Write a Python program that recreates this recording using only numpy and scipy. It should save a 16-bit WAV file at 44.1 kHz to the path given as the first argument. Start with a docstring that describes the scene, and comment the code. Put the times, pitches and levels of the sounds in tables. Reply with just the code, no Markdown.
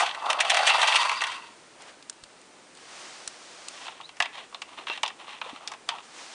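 """A hollow plastic clockwork snail rattles over a laminate floor until its spring runs down.
The place is a small room, heard from a hand-held phone whose case ticks right at the microphone.
Someone steps after the toy, a sole scuffing and clothes rustling, then turns it by hand: it scrapes,
squeaks and taps the floor. The walls answer the toy briefly; the microphone is thin in the deep bass."""
import sys
import numpy as np
from scipy import signal
from scipy.fft import rfft, irfft, next_fast_len
from scipy.io import wavfile
from scipy.ndimage import map_coordinates

SR = 44100
rng = np.random.default_rng(int(sys.argv[2]) if len(sys.argv) > 2 else 0)


def to_wav(s):
    """Save 16-bit WAV."""
    ch = np.atleast_2d(s).T  # columns
    pcm = np.round(np.clip(ch, -1, 1) * 32767)  # PCM
    wavfile.write(sys.argv[1], SR, pcm.astype(np.int16))


N = 279594

# The toy is pushed off, speeds up and runs down. 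Each row: time in seconds, wheels in dB, gears in dB.
ROLL_LEVELS = [(0, -21.5, -24), (.1, -38.5, -41.5), (.2, -35.5, -45), (.3, -26, -40), (.39, -29.5, -43.5),
               (.48, -32, -32.5), (.57, -28.5, -30.5), (.72, -26.5, -26.5), (.88, -25, -27.5),
               (.96, -28, -23), (1.08, -28, -33), (1.19, -38, -35), (1.34, -39.5, -39), (1.43, -49.5, -49),
               (1.55, -60, -59)]
# The strongest hollow tone under the rolling toy. Each row: time in seconds, pitch in Hz.
WHIRR_PITCH = [(0, 800), (.2, 863), (.42, 850), (.53, 712), (.66, 794), (.8, 876), (.95, 885), (1.1, 1028),
               (1.5, 983)]
# Resonances of the toy. Each row: centre in Hz, width in Hz, level in dB.
SHELL_MODES = [(1550, 480, 6.5), (1960, 420, 9.5), (2358, 260, 7.5), (2690, 333, 11), (3016, 640, 7.5),
               (3484, 1240, 8), (4326, 480, -1.5)]  # the plastic shell
HOLLOW_MODES = [(691, 268, 3), (850, 252, 6), (1042, 374, 7), (1270, 510, 2.5)]  # the air inside it and the board under it
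# Treble of the toy. Each row: frequency in Hz, spectral level in dB.
SMALL_PARTS_SPECTRUM = [(3500, -27.5), (4800, 0), (5800, 4.5), (7000, -0.5), (8500, -1), (10500, -7)]
TAP_SPECTRUM = [(3500, -33.5), (4700, 2.5), (5800, -2), (7500, -6), (10500, -16.5)]
# Wheels jolting over floor joints. Each row: time in seconds, peak in dB, hollow and treble against
# the shell in dB, shell colour in Hz, time to fall 60 dB in seconds.
WHEEL_JOLTS = [(0, -12, -1.5, -5.5, 2300, 0.066), (.022, -15, 4.5, -11, 2590, 0.066),
               (.058, -17.5, -17, -13.5, 2580, .06), (.088, -21.5, -10, -21, 3300, .04),
               (.109, -23, -11, -26, 3220, 0.027), (.145, -23, -11, -15.5, 1700, 0.029),
               (.255, -25.5, -0.5, -12, 3520, 0.055), (.298, -8, -7.5, -9, 2500, .05),
               (.329, -11, -15, -6, 2750, .015), (.385, -13.5, 0.5, -28, 2830, 0.064),
               (.401, -8, -14.5, -9, 2560, 0.05), (.446, -19.5, -8, -16, 2430, 0.047),
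               (.495, -7, -19.5, -8, 2720, 0.061), (.515, -10, -3, -25, 2600, 0.029),
               (.54, -13, -7, -8, 2610, 0.047), (.566, -7.5, -6.5, -9.5, 2200, .045),
               (.664, -7.5, -12, -5.5, 2650, 0.088), (.687, -10, -5, -19.5, 2530, .09),
               (.737, -11.5, 2, -22, 2690, 0.073), (.811, -11.5, -13, -10.5, 3450, .06),
               (.824, -7.5, -2, -13.5, 2410, 0.062), (.87, -11, -12.5, -7.5, 2370, 0.072),
               (.919, -12.5, -11, -21, 2440, .05), (.954, -6, -15, -10.5, 2660, 0.062),
               (1.008, -16, -6, -10, 3600, 0.073), (1.046, -21, 0, -9, 1810, 0.093),
               (1.092, -13.5, -11, -14, 2670, 0.028), (1.114, -18.5, -12, -10, 2180, 0.025),
               (1.203, -19, -10, -16, 2640, .04), (1.214, -15, -5.5, -9.5, 1780, .04),
               (1.235, -16.5, -11, -15, 2700, .04), (1.266, -21, -11, -9, 1980, .04),
               (1.314, -24.5, -6, -9.5, 1940, .05)]
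# The room's air and the microphone's hiss. Each row: frequency in Hz, spectral level in dB.
ROOM_TONE_SPECTRUM = [(15, -59.5), (25, -16), (59, -23), (250, -7), (322, -5.5), (436, -5.5), (507, -6),
                      (820, -8), (954, -8), (9770, -19.5), (10500, -77.5), (13700, -73.5), (22000, -120)]
# Reverberation of the small room. Each row: frequency in Hz, time to fall 60 dB in seconds.
WALL_DECAY = [(300, 0.14), (2000, 0.3), (9000, 0.015)]
# Low thuds: a soft step, the thump under sharp clicks, and dull knocks.
# Each row: start in seconds, level in dB, pitch in Hz, time to fall 60 dB in seconds.
LOW_THUDS = [(1.14, -50, 90, 0.047), (1.22, -55, 80, 0.16), (1.3, -50, 100, 0.089), (2.231, -33, 60, .01),
             (3.276, -40, 60, 0.014), (4.204, -29, 131, 0.01), (4.791, -35, 360, 0.031),
             (4.898, -27.5, 404, 0.022), (5.461, -29.5, 500, 0.035), (5.53, -29, 273, 0.032)]
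# Squeaks of plastic, and a short hollow hum as the toy rolls.
# Each row: start and length in seconds, level in dB, first and last pitch in Hz.
SQUEAKS_AND_HUM = [(1.142, 0.067, -40, 4600, 4800), (4.029, 0.041, -44.5, 3620, 4200),
                   (4.89, 0.055, -34.5, 2780, 2720), (5.877, 0.089, -38, 859, 928)]
# A shoe sliding, and two spells of moving clothes. Each row: time in seconds, level in dB.
SCUFF_LEVELS = [(1.76, -71), (1.81, -47.5), (1.85, -53), (1.89, -47), (1.96, -60.5)]
RUSTLE_SPELLS = [
    [(2.7, -69), (2.8, -53), (3.02, -43.5), (3.34, -49.5), (3.5, -49), (3.86, -46), (4.0, -69)],
    [(6.02, -51), (6.09, -54.5), (6.18, -44.5), (6.34, -45.5)],
]
# Rubbing noise of sole and cloth. Each row: frequency in Hz, spectral level in dB.
SOLE_SPECTRUM = [(200, -25), (500, -3.5), (1500, -5.5), (3000, -9), (6000, -16), (10000, -22.5)]
CLOTH_SPECTRUM = [(88, -41), (150, -27), (358, -4.5), (436, -17), (476, -3.5), (856, 0), (6050, -4.5),
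                  (9610, -12), (10500, -27), (13600, -57), (22000, -120)]
# Ticks of the phone case. Each row: time in seconds, peak in dB, low modes against high in dB.
CASE_TICKS = [(1.8193, -34, 0.5), (2.0247, -37, 5), (2.0959, -20, -7.5), (2.1264, -40.5, 4),
              (2.2363, -31.5, 8), (2.4134, -40, -4), (2.7496, -39, 0.5), (2.7716, -36, 6.5),
              (3.275, -16, -3), (3.683, -21.5, 2)]
# Resonances of the phone case. Each row: centre in Hz, width in Hz, level in dB.
CASE_LOW_MODES = [(1400, 890, -6.5), (3100, 1500, -4), (4650, 1230, 0)]
CASE_HIGH_MODES = [(5790, 1400, -11.5), (7140, 490, -4.5), (8230, 1100, -6.5), (9640, 540, -11)]
# Fingers dragging the toy. Each row: start, loudest moment and end in seconds, shell in dB, hollow in dB.
DRAG_STROKES = [(3.729, 3.868, 4.02, -47.5, -51), (4.319, 4.371, 4.46, -41.5, -45.5),
                (4.674, 4.74, 4.77, -53, -52), (4.764, 4.796, 4.855, -43, -43),
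                (4.864, 4.95, 4.98, -38.5, -48.5), (5.044, 5.06, 5.04, -61, -43.5),
                (5.171, 5.221, 5.265, -47, -46.5), (5.259, 5.308, 5.4, -44, -47.5),
                (5.43, 5.462, 5.6, -45, -44), (5.597, 5.7, 5.77, -52.5, -46),
                (5.872, 5.946, 6.01, -47, -42)]
# The toy tapping floor and fingers. Each row: time in seconds, peak in dB, hollow and treble against
# the shell in dB, shell colour in Hz.
TOY_TAPS = [(3.865, -27.5, -5, -25, 2760), (3.88, -24.5, -3, -31, 2840), (3.999, -32, 8, -19, 1560),
            (4.009, -29, -5, -20, 3340), (4.09, -30, -12, -17, 3320), (4.167, -35.5, -3, -3.5, 1750),
            (4.201, -6, -4, -12, 1500), (4.222, -12, -6.5, -8.5, 3200), (4.246, -26.5, -5, -27, 2240),
            (4.255, -21.5, -7.5, -17, 2800), (4.524, -36, 5, -22, 1588), (4.544, -23.5, -4.5, -18.5, 3520),
            (4.617, -22, -8.5, -7.5, 2740), (4.868, -23.5, -10, -28, 2830), (4.897, -19, 0.5, -32, 2740),
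            (4.974, -25.5, -4, -14, 2800), (5.031, -11.5, -4.5, -9.5, 2780), (5.05, -22.5, -2, -26, 2750),
            (5.06, -20.5, -5, -12.5, 3220), (5.077, -22.5, -7, -5, 3350), (5.101, -31, -6, -19, 1960),
            (5.278, -30.5, 4, -22, 2800), (5.413, -20.5, -2, -26, 2690), (5.447, -32.5, 7, -22, 3100),
            (5.674, -16, -25, 0.5, 3240), (5.716, -25.5, 1, -4, 1990), (5.735, -29, -10, -10, 1740),
            (5.888, -12, -6, -8.5, 3080), (5.902, -26.5, -6, -23.5, 2670), (5.982, -31.5, -9, -22, 2700),
            (6.002, -37, 1, -11, 3730)]


def amp(db):
    """dB to gain."""
    return 10 ** (np.asarray(db) / 20)


def unit(x):
    """Scaled to rms 1."""
    return x / np.sqrt(np.mean(x ** 2) + 1e-20)


def peaked(x):
    """Scaled to peak 1."""
    return x / np.abs(x).max()


def add(track, start, sound):
    """Mixes a sound in at start seconds."""
    part = track[round(start * SR):][:len(sound)]
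    part += sound[:len(part)]


def along(points, hz):
    """Reads (Hz, value) points at hz, on a log frequency axis."""
    freqs, values = np.transpose(points)
    return np.interp(np.log(hz + 1), np.log(freqs + 1), values)


def curves(rows):
    """A gate open over the rows' span with 15 ms fades, then each column after the time, per sample."""
    times, *columns = np.transpose(rows)
    t = np.arange(N) / SR
    since_start = t - times[0] + (times[0] == 0)  # no fade at either edge of the scene
    until_end = times[-1] - t + (times[-1] > t[-1] - .02)
    gate = np.clip(np.minimum(since_start, until_end) / .015, 0, 1)
    return [gate] + [np.interp(t, times, column) for column in columns]


def filtered(x, response):
    """x passed through a complex frequency response."""
    size = next_fast_len(len(x) + 4096)
    return irfft(rfft(x, size) * response(np.fft.rfftfreq(size, 1 / SR)), size)[:len(x)]


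def normed(response):
    """The response scaled so that white noise keeps its rms."""
    rms = np.sqrt(np.mean(np.abs(response(np.linspace(0, SR / 2, num=1000))) ** 2))
    return lambda f: response(f) / rms


def modes(table):
    """Causal sum of resonances in alternating sign, each passed twice so that the valleys stay dark."""
    def response(f):
        return sum((-1) ** k * amp(db) * (1j * f * width / (hz * hz - f * f + 1j * f * width)) ** 2
                   for k, (hz, width, db) in enumerate(table))
    return normed(response)


def colour(points):
    """A smooth response through (Hz, dB) points."""
    return normed(lambda f: amp(along(points, f)))


def shell_near(focus_hz, db_per_octave):
    """The shell's response with the modes close to focus_hz excited most."""
    return modes([(hz, width, db - db_per_octave * abs(np.log2(hz / focus_hz)))
                  for hz, width, db in SHELL_MODES])


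def grit(per_second, spread_db, smooth):
    """Tiny impacts of uneven size over a smooth rubbing noise, rms 1."""
    hits = rng.random(N) < per_second / SR
    size, noise = rng.standard_normal((2, N))
    impacts = hits * np.sign(noise) * amp(spread_db * size)
    return unit(unit(impacts) + smooth * noise)


def flutter(rate):
    """A smooth random curve, rate knots a second."""
    return map_coordinates(rng.standard_normal(int(N * rate / SR) + 4), [np.arange(N) * rate / SR])


def burst(rise, t60, crack):
    """Noise that swells and dies (times in seconds), with one sharp blow just after first contact."""
    t = np.arange(SR // 8) / SR
    swell = (1 - np.exp(-t / max(rise, 1e-4))) ** 2
    out = swell * amp(-60 * t / t60) * rng.standard_normal(len(t))
    out[round(2 * rise * SR)] += crack
    return out


def knock(hollow_db, treble_db, colour_hz, rise, t60, crack, spectrum):
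    """A blow shakes the hollow, the small parts and the shell modes near the struck spot's colour."""
    shell = filtered(burst(rise, t60, crack), shell_near(colour_hz, db_per_octave=9))
    hollow = filtered(burst(rise, 1.27 * t60, crack), modes(HOLLOW_MODES))
    treble = filtered(burst(rise, 1.1 * t60, crack), colour(spectrum))
    return peaked(shell + amp(hollow_db) * hollow + amp(treble_db) * treble)


def wheel_rumble():
    """Wheels shake the hollow; its strongest tone shifts as the toy passes over the boards."""
    whirr_width_hz, whirr_db = 120, 4
    _, pitch = curves(WHIRR_PITCH)
    wheels = grit(2500, spread_db=6.5, smooth=.61)
    whirr = np.zeros(N)
    for hz in np.geomspace(pitch.min(), pitch.max(), num=6):  # the glide fades from band to band
        closeness = amp(-60 * abs(np.log2(hz / pitch)))
        whirr += closeness * filtered(wheels, modes([(hz, whirr_width_hz, 0)]))
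    return filtered(wheels, modes(HOLLOW_MODES)) + amp(whirr_db) * unit(whirr)


def gear_rattle():
    """Gear teeth shake the small parts and the shell, which rocks so that its modes take turns."""
    rock_db, floor_damping, small_parts_db = 2.5, 1.18, -8
    teeth = grit(2500, spread_db=5, smooth=.8)
    shell = np.zeros(N)
    for hz, width, db in SHELL_MODES:
        ring = filtered(teeth, modes([(hz, floor_damping * width, 0)]))
        shell += amp(db + rock_db * flutter(45)) * ring
    return unit(shell) + amp(small_parts_db) * filtered(teeth, colour(SMALL_PARTS_SPECTRUM))


def rolling():
    """Wheels and gears chatter unevenly across the floor until the spring runs down."""
    gate, wheels_db, gears_db = curves(ROLL_LEVELS)
    chatter = amp(1.4 * flutter(70))
    wheels, gears = unit(wheel_rumble()), gear_rattle()
    return gate * chatter * (amp(wheels_db + 1.3 * flutter(45)) * wheels + amp(gears_db) * gears)


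def jolts():
    """Floor joints shake the loose parts; the longer a jolt rings, the more slowly it swells."""
    out = np.zeros(N)
    for start, db, hollow_db, treble_db, hz, t60 in WHEEL_JOLTS:
        jolt = knock(hollow_db, treble_db, hz, rise=.06 * t60, t60=t60, crack=3.14,
                     spectrum=SMALL_PARTS_SPECTRUM)
        add(out, start, amp(db) * jolt)
    return out


def room_tone():
    """Air and microphone hiss, nearly steady under everything."""
    return amp(-53.5 + .6 * flutter(2)) * filtered(rng.standard_normal(N), colour(ROOM_TONE_SPECTRUM))


def wall_reflections(sound):
    """A short room echo, its tail renewed every quarter second so no pitch keeps ringing."""
    step = round(.25 * SR)
    out = np.zeros(N)
    for start in range(0, N, step):
        hz, t, noise = signal.stft(rng.standard_normal(SR // 2), SR, nperseg=256)
        decay = amp(-60 * t / along(WALL_DECAY, hz)[:, None])  # each frequency dies at its own speed
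        _, tail = signal.istft(noise * decay, SR, nperseg=256)
        delayed = np.pad(sound[start:start + step], (200, 0))
        add(out, start / SR, signal.fftconvolve(delayed, tail / np.linalg.norm(tail)))
    return out


def thuds():
    """A step, the thump under clicks and dull knocks: damped low tones with a soft start."""
    out, t = np.zeros(N), np.arange(SR // 4) / SR
    for start, db, hz, t60 in LOW_THUDS:
        envelope = amp(db - 60 * t / t60) * (1 - np.exp(-t * 12 / t60))
        add(out, start, envelope * np.sin(2 * np.pi * hz * t))
    return out


def squeaks_and_hum():
    """Short, rough, wavering glides: high ones are plastic squeaking, the low one the toy's hollow hum."""
    out = np.zeros(N)
    waver, roughness = 1 + .03 * flutter(300), amp(4.8 * flutter(250))
    for start, length, db, first_hz, last_hz in SQUEAKS_AND_HUM:
        progress = np.linspace(0, 1, num=round(length * SR))
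        span = round(start * SR) + np.arange(len(progress))
        hz = (first_hz + (last_hz - first_hz) * np.sqrt(progress)) * waver[span]
        envelope = amp(db) * roughness[span] * np.sin(np.pi * progress)
        add(out, start, envelope * np.sin(2 * np.pi * np.cumsum(hz) / SR))
    return out


def scuff_and_rustle():
    """A sole slides on the floor, then cloth on cloth: smooth hiss with fine grain."""
    grain = amp(.43 * flutter(23)) * grit(4000, spread_db=2, smooth=4.4)
    scuff_gate, scuff_db = curves(SCUFF_LEVELS)
    scuff = scuff_gate * amp(scuff_db) * filtered(grain, colour(SOLE_SPECTRUM))
    cloth_gain = sum(gate * amp(db) for gate, db in map(curves, RUSTLE_SPELLS))
    return scuff + cloth_gain * filtered(grain, colour(CLOTH_SPECTRUM))


def phone_ticks():
    """The phone case gives short dry cracks right at the microphone."""
    out = np.zeros(N)
    for start, db, low_db in CASE_TICKS:
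        high = filtered(burst(rise=.001, t60=.019, crack=4.1), modes(CASE_HIGH_MODES))
        low = filtered(burst(rise=.00059, t60=.019, crack=1.2), modes(CASE_LOW_MODES))
        add(out, start, amp(db) * peaked(high + amp(low_db) * low))
    return out


def dragging():
    """The shell slips over the laminate in grains; each stroke swells and fades, the main mode on top."""
    main_mode_hz = SHELL_MODES[3][0]
    start_db, end_db, small_parts_db = -5, -9.5, -17
    slips = grit(2000, spread_db=6.5, smooth=.78) * amp(2.1 * flutter(60))
    hollow = filtered(slips, modes(HOLLOW_MODES))
    shell = filtered(slips, shell_near(main_mode_hz, db_per_octave=4))
    shell += amp(small_parts_db) * filtered(slips, colour(SMALL_PARTS_SPECTRUM))
    out = np.zeros(N)
    for start, loudest, end, shell_db, hollow_db in DRAG_STROKES:
        gate, swell_db = curves([(start, start_db), (loudest, 0), (end, end_db)])
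        out += gate * amp(swell_db) * (amp(hollow_db) * hollow + amp(shell_db) * shell)
    return out


def taps():
    """Turned by hand, the toy strikes floor and fingers with a fast rise and a sharp blow."""
    out = np.zeros(N)
    for start, db, hollow_db, treble_db, hz in TOY_TAPS:
        tap = knock(hollow_db, treble_db, hz, rise=.001, t60=.034, crack=4.9, spectrum=TAP_SPECTRUM)
        add(out, start, amp(db) * tap)
    return out


def scene():
    """The toy on the floor with the walls' answer; phone, thuds, shoe and clothes stay dry. Mono."""
    toy = rolling() + dragging() + jolts() + taps() + squeaks_and_hum()
    walls = amp(-16.5) * wall_reflections(toy)
    return (toy + walls + phone_ticks() + thuds() + scuff_and_rustle() + room_tone())[None]


def record(dry):
    """The phone's microphone squeezes the loudest peaks, loses the deep bass and cuts the top treble."""
    ceiling, knee = .48, 4
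    bass_hz, top_hz = 25, 10150
    squeezed = dry[0] / (1 + np.abs(dry[0] / ceiling) ** knee) ** (1 / knee)
    return filtered(squeezed, lambda f: (1j * f / (bass_hz + 1j * f)) * (f < top_hz))[None]


dry = scene()
out = record(dry)
to_wav(out)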